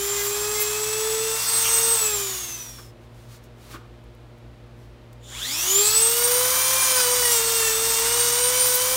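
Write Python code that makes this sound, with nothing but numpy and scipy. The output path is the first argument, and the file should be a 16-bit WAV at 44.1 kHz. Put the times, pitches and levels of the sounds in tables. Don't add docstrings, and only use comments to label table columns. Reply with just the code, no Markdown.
import sys
import numpy as np
from scipy import signal
from scipy.fft import rfft, irfft
from scipy.io import wavfile

SR = 44100
rng = np.random.default_rng(int(sys.argv[2]) if len(sys.argv) > 2 else 0)


def dump_mix(stems):
    frames = np.atleast_2d(stems).T
    limited = np.clip(frames, -1, 1)
    pcm = np.round(limited * 32767).astype(np.int16)
    wavfile.write(sys.argv[1], SR, pcm)


N = 395136
TIME = np.arange(N) / SR
FREQS = np.fft.rfftfreq(N, 1 / SR)


def amp(db):
    return 10 ** (np.asarray(db) / 20)


def unit(x):
    return x / np.sqrt(np.mean(x ** 2) + 1e-20)


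def curves(rows):
    times, *columns = np.transpose(rows)
    return [np.interp(TIME, times, column) for column in columns]


def shape(points):
    hz, db = np.transpose(points)
    return amp(np.interp(np.log(FREQS + 1), np.log(hz), db))


def above(hz, order=8):
    return 1 / np.sqrt(1 + (hz / (FREQS + 1)) ** (2 * order))


def noise(gain):
    return unit(irfft(gain * rfft(rng.standard_normal(N)), N))


def drift(rate_hz):
    steps = signal.lfilter(*signal.butter(3, rate_hz, fs=2000), rng.standard_normal(20000))
    return unit(np.interp(TIME, np.linspace(-1, 9, len(steps)), steps))


def tone(cycles, unsteady, rate_hz):
    angle = 2 * np.pi * (cycles + rng.random())
    steady_part = (1 + unsteady * drift(rate_hz)) * np.cos(angle)
    return unit(steady_part + unsteady * drift(rate_hz) * np.sin(angle))


def swell(t, length):
    out = np.zeros(N)
    inside = slice(*np.searchsorted(TIME, [t - length / 2, t + length / 2]))
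    out[inside] = np.cos(np.pi * (TIME[inside] - t) / length) ** 2
    return out


def swells(rows):
    return sum(height * swell(t, length) for t, length, height in rows)


# f/Hz, level/dB, unsteadiness (0-1)
MAINS_HUM = [(55.8, -50.5, 0.6), (117.2, -48.5, 0.28), (234.2, -59, 0.03), (352, -61, 0.24),
             (482, -64.5, .6), (608, -65.5, 0.3)]
# f/Hz, level/dB
VENTILATION = [(28, -43.5), (50, -16.5), (130, -9.5), (175, -14), (300, -12.5), (500, -13.5), (900, -19.5),
               (1500, -24), (3700, -30), (6400, -40), (15500, -49)]
def room_tone(ventilation_db=-52, low_cut_hz=46):
    hum = sum(amp(db) * tone(hz * TIME, unsteady, rate_hz=11) for hz, db, unsteady in MAINS_HUM)
    ventilation = amp(ventilation_db) * noise(shape(VENTILATION))
    return irfft(rfft(hum + ventilation) * above(low_cut_hz, order=10), N)


WORKING_HZ = 477
SWITCH_OFF_S, SWITCH_ON_S, SETTLE_S = 1.931, 5.2, 0.649
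def free_speed(start_hz=399.5, set_hz=473.8, top_hz=556.4, creep_s=1.15, coast_s=2.073,
               kick_share=0.331, kick_s=0.272):
    powered = set_hz + (start_hz - set_hz) * np.exp(-np.minimum(TIME, SWITCH_OFF_S) / creep_s)
    first_run = powered * np.exp(-np.maximum(TIME - SWITCH_OFF_S, 0) / coast_s)
    t = np.maximum(TIME - SWITCH_ON_S, 0)
    kick_left = kick_share * np.exp(-(t / kick_s) ** 2)
    settling_left = (1 - kick_share) * np.exp(-t / SETTLE_S)
    return np.where(TIME < SWITCH_ON_S, first_run, top_hz * (1 - kick_left - settling_left))


# f/Hz, width/Hz, lift/dB
SHELL_PEAKS = [(1070, 88, 2), (1230, 55, 3), (2314, 120, 0), (3550, 220, 3.5), (4600, 140, 1.5),
               (5700, 260, 2.5), (6740, 69, 2), (8900, 350, 1.5), (11600, 270, 1.5), (14750, 500, 5.5)]
def shell(hz):
    grid_hz = np.arange(0, SR // 2, 10)
    lift_db = sum(db / (1 + ((grid_hz - peak) / width) ** 2) for peak, width, db in SHELL_PEAKS)
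    return np.interp(hz, grid_hz, amp(lift_db))


# t/s, rush/dB, hiss/dB, roar/dB
AIR_LEVELS = [(0, -29, -1.5, -4), (1.24, -28.5, -4, -6.5), (1.66, -26.5, 1.7, -5), (2.28, -24, -1.2, -7),
              (2.7, -26, -2.5, -6.5), (5.34, -26, -8.5, -12.5), (5.6, -27, 2, -5.5), (5.78, -23.5, 1, -9),
              (6.04, -24.5, -1, -8), (6.13, -25.5, 2, -7.5), (6.33, -26, 2.5, -4.5),
              (6.92, -25, -1.5, -5.5), (7.7, -26, -1, -4.5), (8.05, -24, -3.5, -6.5), (8.9, -26.5, 0, -6)]
# f/Hz, level/dB
AIR_COLOUR = [(150, -21.5), (600, -11.5), (1000, -3.5), (1750, -5.5), (3000, -4.5), (4200, -3), (6200, 1),
              (7500, 0.5), (10000, -2), (15500, -5.5)]
def airflow(speed, turns, speed_power=1.41, throb=0.26, flutter_db=0.76):
    rush_db, hiss_db, roar_db = curves(AIR_LEVELS)
    rush = amp(rush_db) * (speed / WORKING_HZ) ** speed_power
    colour = shape(AIR_COLOUR) * shell(FREQS)
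    over_roar, over_middle = above(hz=2290), above(hz=10200)
    roar = amp(roar_db - 3) * noise(colour * np.sqrt(1 - over_roar ** 2))
    middle = amp(-0.48) * noise(colour * over_roar * np.sqrt(1 - over_middle ** 2))
    hiss = amp(hiss_db) * noise(colour * over_middle)
    pulsing = (1 + throb * np.cos(2 * np.pi * turns)) * amp(flutter_db * drift(69.5))
    return rush * (roar + middle + hiss) * pulsing, rush


# speed/Hz, level/dB
SHAFT_HUM = [(150, -74), (255, -47), (345, -51), (392, -31.5), (520, -31.5)]
# t/s, length/s, change/dB
HUM_CHANGES = [(1.12, 0.51, 4), (1.43, 0.18, -16), (1.57, 0.6, -9.5), (1.99, 0.077, -17), (5.8, .12, 5.5),
               (5.92, 0.21, -5.5), (6.33, 0.38, 4.5), (6.63, 0.38, -6), (6.83, 0.18, -16), (7.13, .25, 3.5),
               (7.95, 0.11, -6), (8.46, .2, 3.5)]
THREE_SPEEDS = [382, 419, 535]
# cycles a turn, slow/dB, medium/dB, fast/dB
ROTOR_TONES = [(2, -24, -18, -14), (3, -22.5, -16.5, -19), (4, -33, -19, -32), (4.56, -37, -38, -7.5),
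               (5, -23.5, -23.5, -28.5), (5.66, -33, -21, -34.5), (6.09, -20, -12, -14.5),
               (7.66, -13.5, -18.5, -34), (8, -20, -18, -19), (9.66, -19, -18, -16.5),
               (11.2, -17.5, -44, -18), (11.66, -30, -20, -10), (13, -24, -21.5, -14.5),
               (13.2, -27, -17, -25.5), (16, -33, -25, -22), (17, -19, -16, -20), (19, -18, -19, -23)]
def rotor(speed, turns, rush):
    hum_db = np.interp(speed, *np.transpose(SHAFT_HUM)) + swells(HUM_CHANGES)
    out = amp(hum_db) * tone(turns, unsteady=0.0504, rate_hz=15)
    for per_turn, *levels_db in ROTOR_TONES:
        level = amp(np.interp(speed, THREE_SPEEDS, levels_db)) * shell(per_turn * speed)
        out += rush * level * tone(per_turn * turns, unsteady=0.299, rate_hz=9)
    return out


# t/s, length/s, lift/dB
WHINE_FLARES = [(1.55, 0.18, 8), (1.74, 0.048, 4.5), (1.93, 1, 7.5), (2.58, 0.58, 4.5), (5.76, 0.21, 10.5),
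                (6.02, 0.32, 11), (6.25, 0.096, 8.5), (8.62, 0.19, 6)]
def fan(speed, turns, rush, blades=18, whine_db=-2.5, cutoff_hz=3000, flutter_db=2.5):
    passes = blades * turns
    whine = tone(passes, unsteady=0.11, rate_hz=17)
    fuzz = amp(-16) * tone(passes, unsteady=4.6, rate_hz=135)
    octave = amp(-17) * tone(2 * passes, unsteady=0.4, rate_hz=25)
    tremor = unit(amp(flutter_db * drift(21)))
    escaping = np.minimum(blades * speed / cutoff_hz, 1) ** 2
    return rush * escaping * amp(whine_db + swells(WHINE_FLARES)) * (tremor * whine + fuzz + octave)


# f/Hz, width/Hz
HOUSING_RINGS = [(3430, 350), (7120, 360)]
def housing(speed, pull, levels_db=(-32.5, -34.5), speed_power=0.94):
    drive = np.minimum(abs(pull), 1) * (speed / WORKING_HZ) ** speed_power
    bands = [noise(1 / (1 + ((FREQS - hz) / width) ** 2)) for hz, width in HOUSING_RINGS]
    return drive * sum(amp(db) * band for db, band in zip(levels_db, bands))


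# t/s, length/s, braking/(Hz/s)
NAIL_PRESSES = [(.2, .24, 73), (.62, .16, 115), (6.88, .23, 197), (7.01, .23, 283), (7.23, .23, 300),
                (7.36, .19, 432), (7.62, .49, 268), (7.93, .26, 206), (8.25, .21, 162), (8.66, .29, 155)]
def nail_drag():
    braking = swells(NAIL_PRESSES)
    lost_hz = signal.lfilter([1 / SR], [1, -np.exp(-1 / (SETTLE_S * SR))], braking)
    return braking, lost_hz


# t/s, length/s, level/dB
NAIL_GRAZES = [(0.06, 0.098, -30), (0.25, .16, -31), (.616, .057, -19.5), (8.686, 0.18, -32),
               (8.753, .06, -18)]
# f/Hz, level/dB
GRIT_COLOUR = [(1500, -15), (2700, -3), (4000, -5), (6000, 4), (10000, -9.5), (15500, 2)]
def nail_filing(turns, braking, overtones=39, sharpness=5, repeat_share=0.18, rasp_db=-25):
    spin = np.exp(2j * np.pi * turns)
    weights = np.exp(2j * np.pi * rng.random(overtones)) * rng.uniform(0.4, 1, overtones)
    grit = np.polyval(weights, spin).real
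    grit_spectrum = rfft(grit * (1 + 0.16 * drift(120)))
    rasp = unit(irfft(grit_spectrum * shape(GRIT_COLOUR) * above(hz=1400, order=4), N))
    pressure = (braking / 370) ** 0.62
    high_spot = np.exp(sharpness * (spin.real - 1))
    treble = above(hz=12000, order=5)
    scratch = unit(high_spot * noise(treble))
    buzz = unit(irfft(grit_spectrum * treble, N))
    graze = np.sqrt(1 - repeat_share) * scratch + np.sqrt(repeat_share) * buzz
    touch = swells((t, length, amp(db)) for t, length, db in NAIL_GRAZES)
    return touch * graze + amp(rasp_db) * pressure * rasp


# t/s, length/s, level/dB, list of tones in cycles a turn
NAIL_SQUEALS = [(.2, .2, -42, [4, 5]), (.6, .13, -37, [5, 37]), (6.98, .17, -33, [3, 5, 10]),
                (7.27, .15, -32.5, [4, 20, 22, 26]), (7.34, .16, -31.5, [12, 16, 20, 23, 26]),
                (7.66, .18, -35, [4, 6, 16, 24]), (8.67, .07, -27, [29])]
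def squeals(turns, boost_db=1, unsteady=0.42):
    out = np.zeros(N)
    for t, length, db, tones in NAIL_SQUEALS:
        chord = sum(np.cos(2 * np.pi * (per_turn * turns + rng.random())) for per_turn in tones)
        out += amp(db) * swell(t, length) * chord
    return amp(boost_db) * np.sqrt(2) * out * unit(1 + unsteady * drift(47))


# t/s, length/s, level/dB, start f/Hz, end f/Hz
VENT_SWISHES = [(1.5, 0.41, -33, 5560, 4020), (1.665, 0.13, -30.5, 3525, 2196),
                (1.715, 0.58, -28.5, 5700, 6730), (5.867, 0.1, -19.5, 7700, 7970),
                (5.901, .4, -28.5, 3900, 5300)]
def swishes():
    out = np.zeros(N)
    for t, length, db, start_hz, end_hz in VENT_SWISHES:
        hz = np.interp(TIME, [t - length / 2, t + length / 2], [start_hz, end_hz])
        out += amp(db) * swell(t, length) * tone(np.cumsum(hz) / SR, unsteady=13.3, rate_hz=773)
    return out


# t/s, length/s, level/dB, share of hollow table sound (0-1)
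PAW_SCUFFS = [(2.792, .04, -44, 0.9), (3.04, 0.13, -64, 0.1), (3.216, 0.31, -59, 0.1),
              (3.34, 0.15, -51, 0.06), (3.448, 0.093, -60.5, 0), (3.683, 0.32, -52, 0.2),
              (3.726, 0.074, -46.5, 0.3), (3.756, 0.055, -39, 0.98), (4.822, 0.2, -65, 0)]
# f/Hz, level/dB
FUR_COLOUR = [(250, -11), (1000, 2), (4500, 4), (7000, 1.5), (11000, -2.5), (15500, -3.5)]
TABLE_COLOUR = [(150, -14.5), (300, 0), (800, -14.5), (1150, 1.5), (1500, -2), (1900, -14), (3200, -16),
                (8000, -41)]
def paw_scuffs(grain_db=0.5):
    grain = amp(grain_db * drift(250))
    fur = unit(grain * noise(shape(FUR_COLOUR)))
    table = unit(grain * noise(shape(TABLE_COLOUR)))
    return sum(amp(db) * swell(t, length) * (np.sqrt(1 - hollow) * fur + np.sqrt(hollow) * table)
               for t, length, db, hollow in PAW_SCUFFS)


# t/s, peak level/dB, fade/s (the time to fall by 60 dB)
SMALL_TICKS = [(3.439, -43, .04), (4.039, -49, .03), (4.15, -44, .015), (4.379, -52, .06),
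               (5.129, -42, .04), (5.234, -45, .04)]
def ticks():
    snap = noise(above(hz=3000, order=2)) / 3
    return sum(amp(db - 60 * np.clip((TIME - t) / fade, 0, 3)) * (TIME >= t) * snap
               for t, db, fade in SMALL_TICKS)


# cycles a turn, level/dB
JUDDER_TONES = [(8.1, -5), (13.1, -13), (16.4, -3), (23, -8), (27, -9)]
def judder(speed, turns, rush, pull, level_db=-2.5, cutoff_hz=1500, ring_lift_db=7):
    out = np.zeros(N)
    for per_turn, db in JUDDER_TONES:
        hz = per_turn * speed
        lift_db = sum(ring_lift_db / (1 + ((hz - ring) / width) ** 2) for ring, width in HOUSING_RINGS)
        escaping = np.minimum(hz / cutoff_hz, 1) ** 4
        rough = tone(per_turn * turns, unsteady=1.1, rate_hz=150)
        out += amp(db + lift_db) * shell(hz) * escaping * rough
    strain = np.clip(2 * pull - 1, 0, 1)
    return rush * amp(level_db) * strain * out


def room_echo(x, fade_s=0.46, echo_db=-13):
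    t = TIME[:SR // 2]
    dull_noise = signal.lfilter([1], [1, -0.6], rng.standard_normal(len(t)))
    tail = dull_noise * amp(-60 * t / fade_s) * (t > 0.004)
    return amp(echo_db) * signal.fftconvolve(x, tail / np.linalg.norm(tail))[:N]


def scene(wobble=0.00043, fade_out_s=(1.77, 2.93)):
    free = free_speed()
    braking, lost_hz = nail_drag()
    speed = np.maximum(free - lost_hz, 1) * (1 + wobble * drift(25))
    turns = np.cumsum(speed) / SR
    pull = np.gradient(free) * SR / 395
    air, rush = airflow(speed, turns)
    tool = air + swishes() + rotor(speed, turns, rush) + fan(speed, turns, rush)
    tool += judder(speed, turns, rush, pull) + housing(speed, pull)
    fade = np.where(TIME < SWITCH_ON_S, np.interp(TIME, fade_out_s, [1, 0]), 1)
    contacts = nail_filing(turns, braking) + paw_scuffs() + ticks()
    mono = fade * tool + squeals(turns) + contacts + room_echo(contacts) + room_tone()
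    return np.array([mono, mono])


def record(dry, cutoff_hz=15800):
    low_pass = signal.firwin(511, cutoff_hz, window=("kaiser", 9), fs=SR)
    return signal.oaconvolve(dry, low_pass[None], "same")


dry = scene()
out = record(dry)
dump_mix(out)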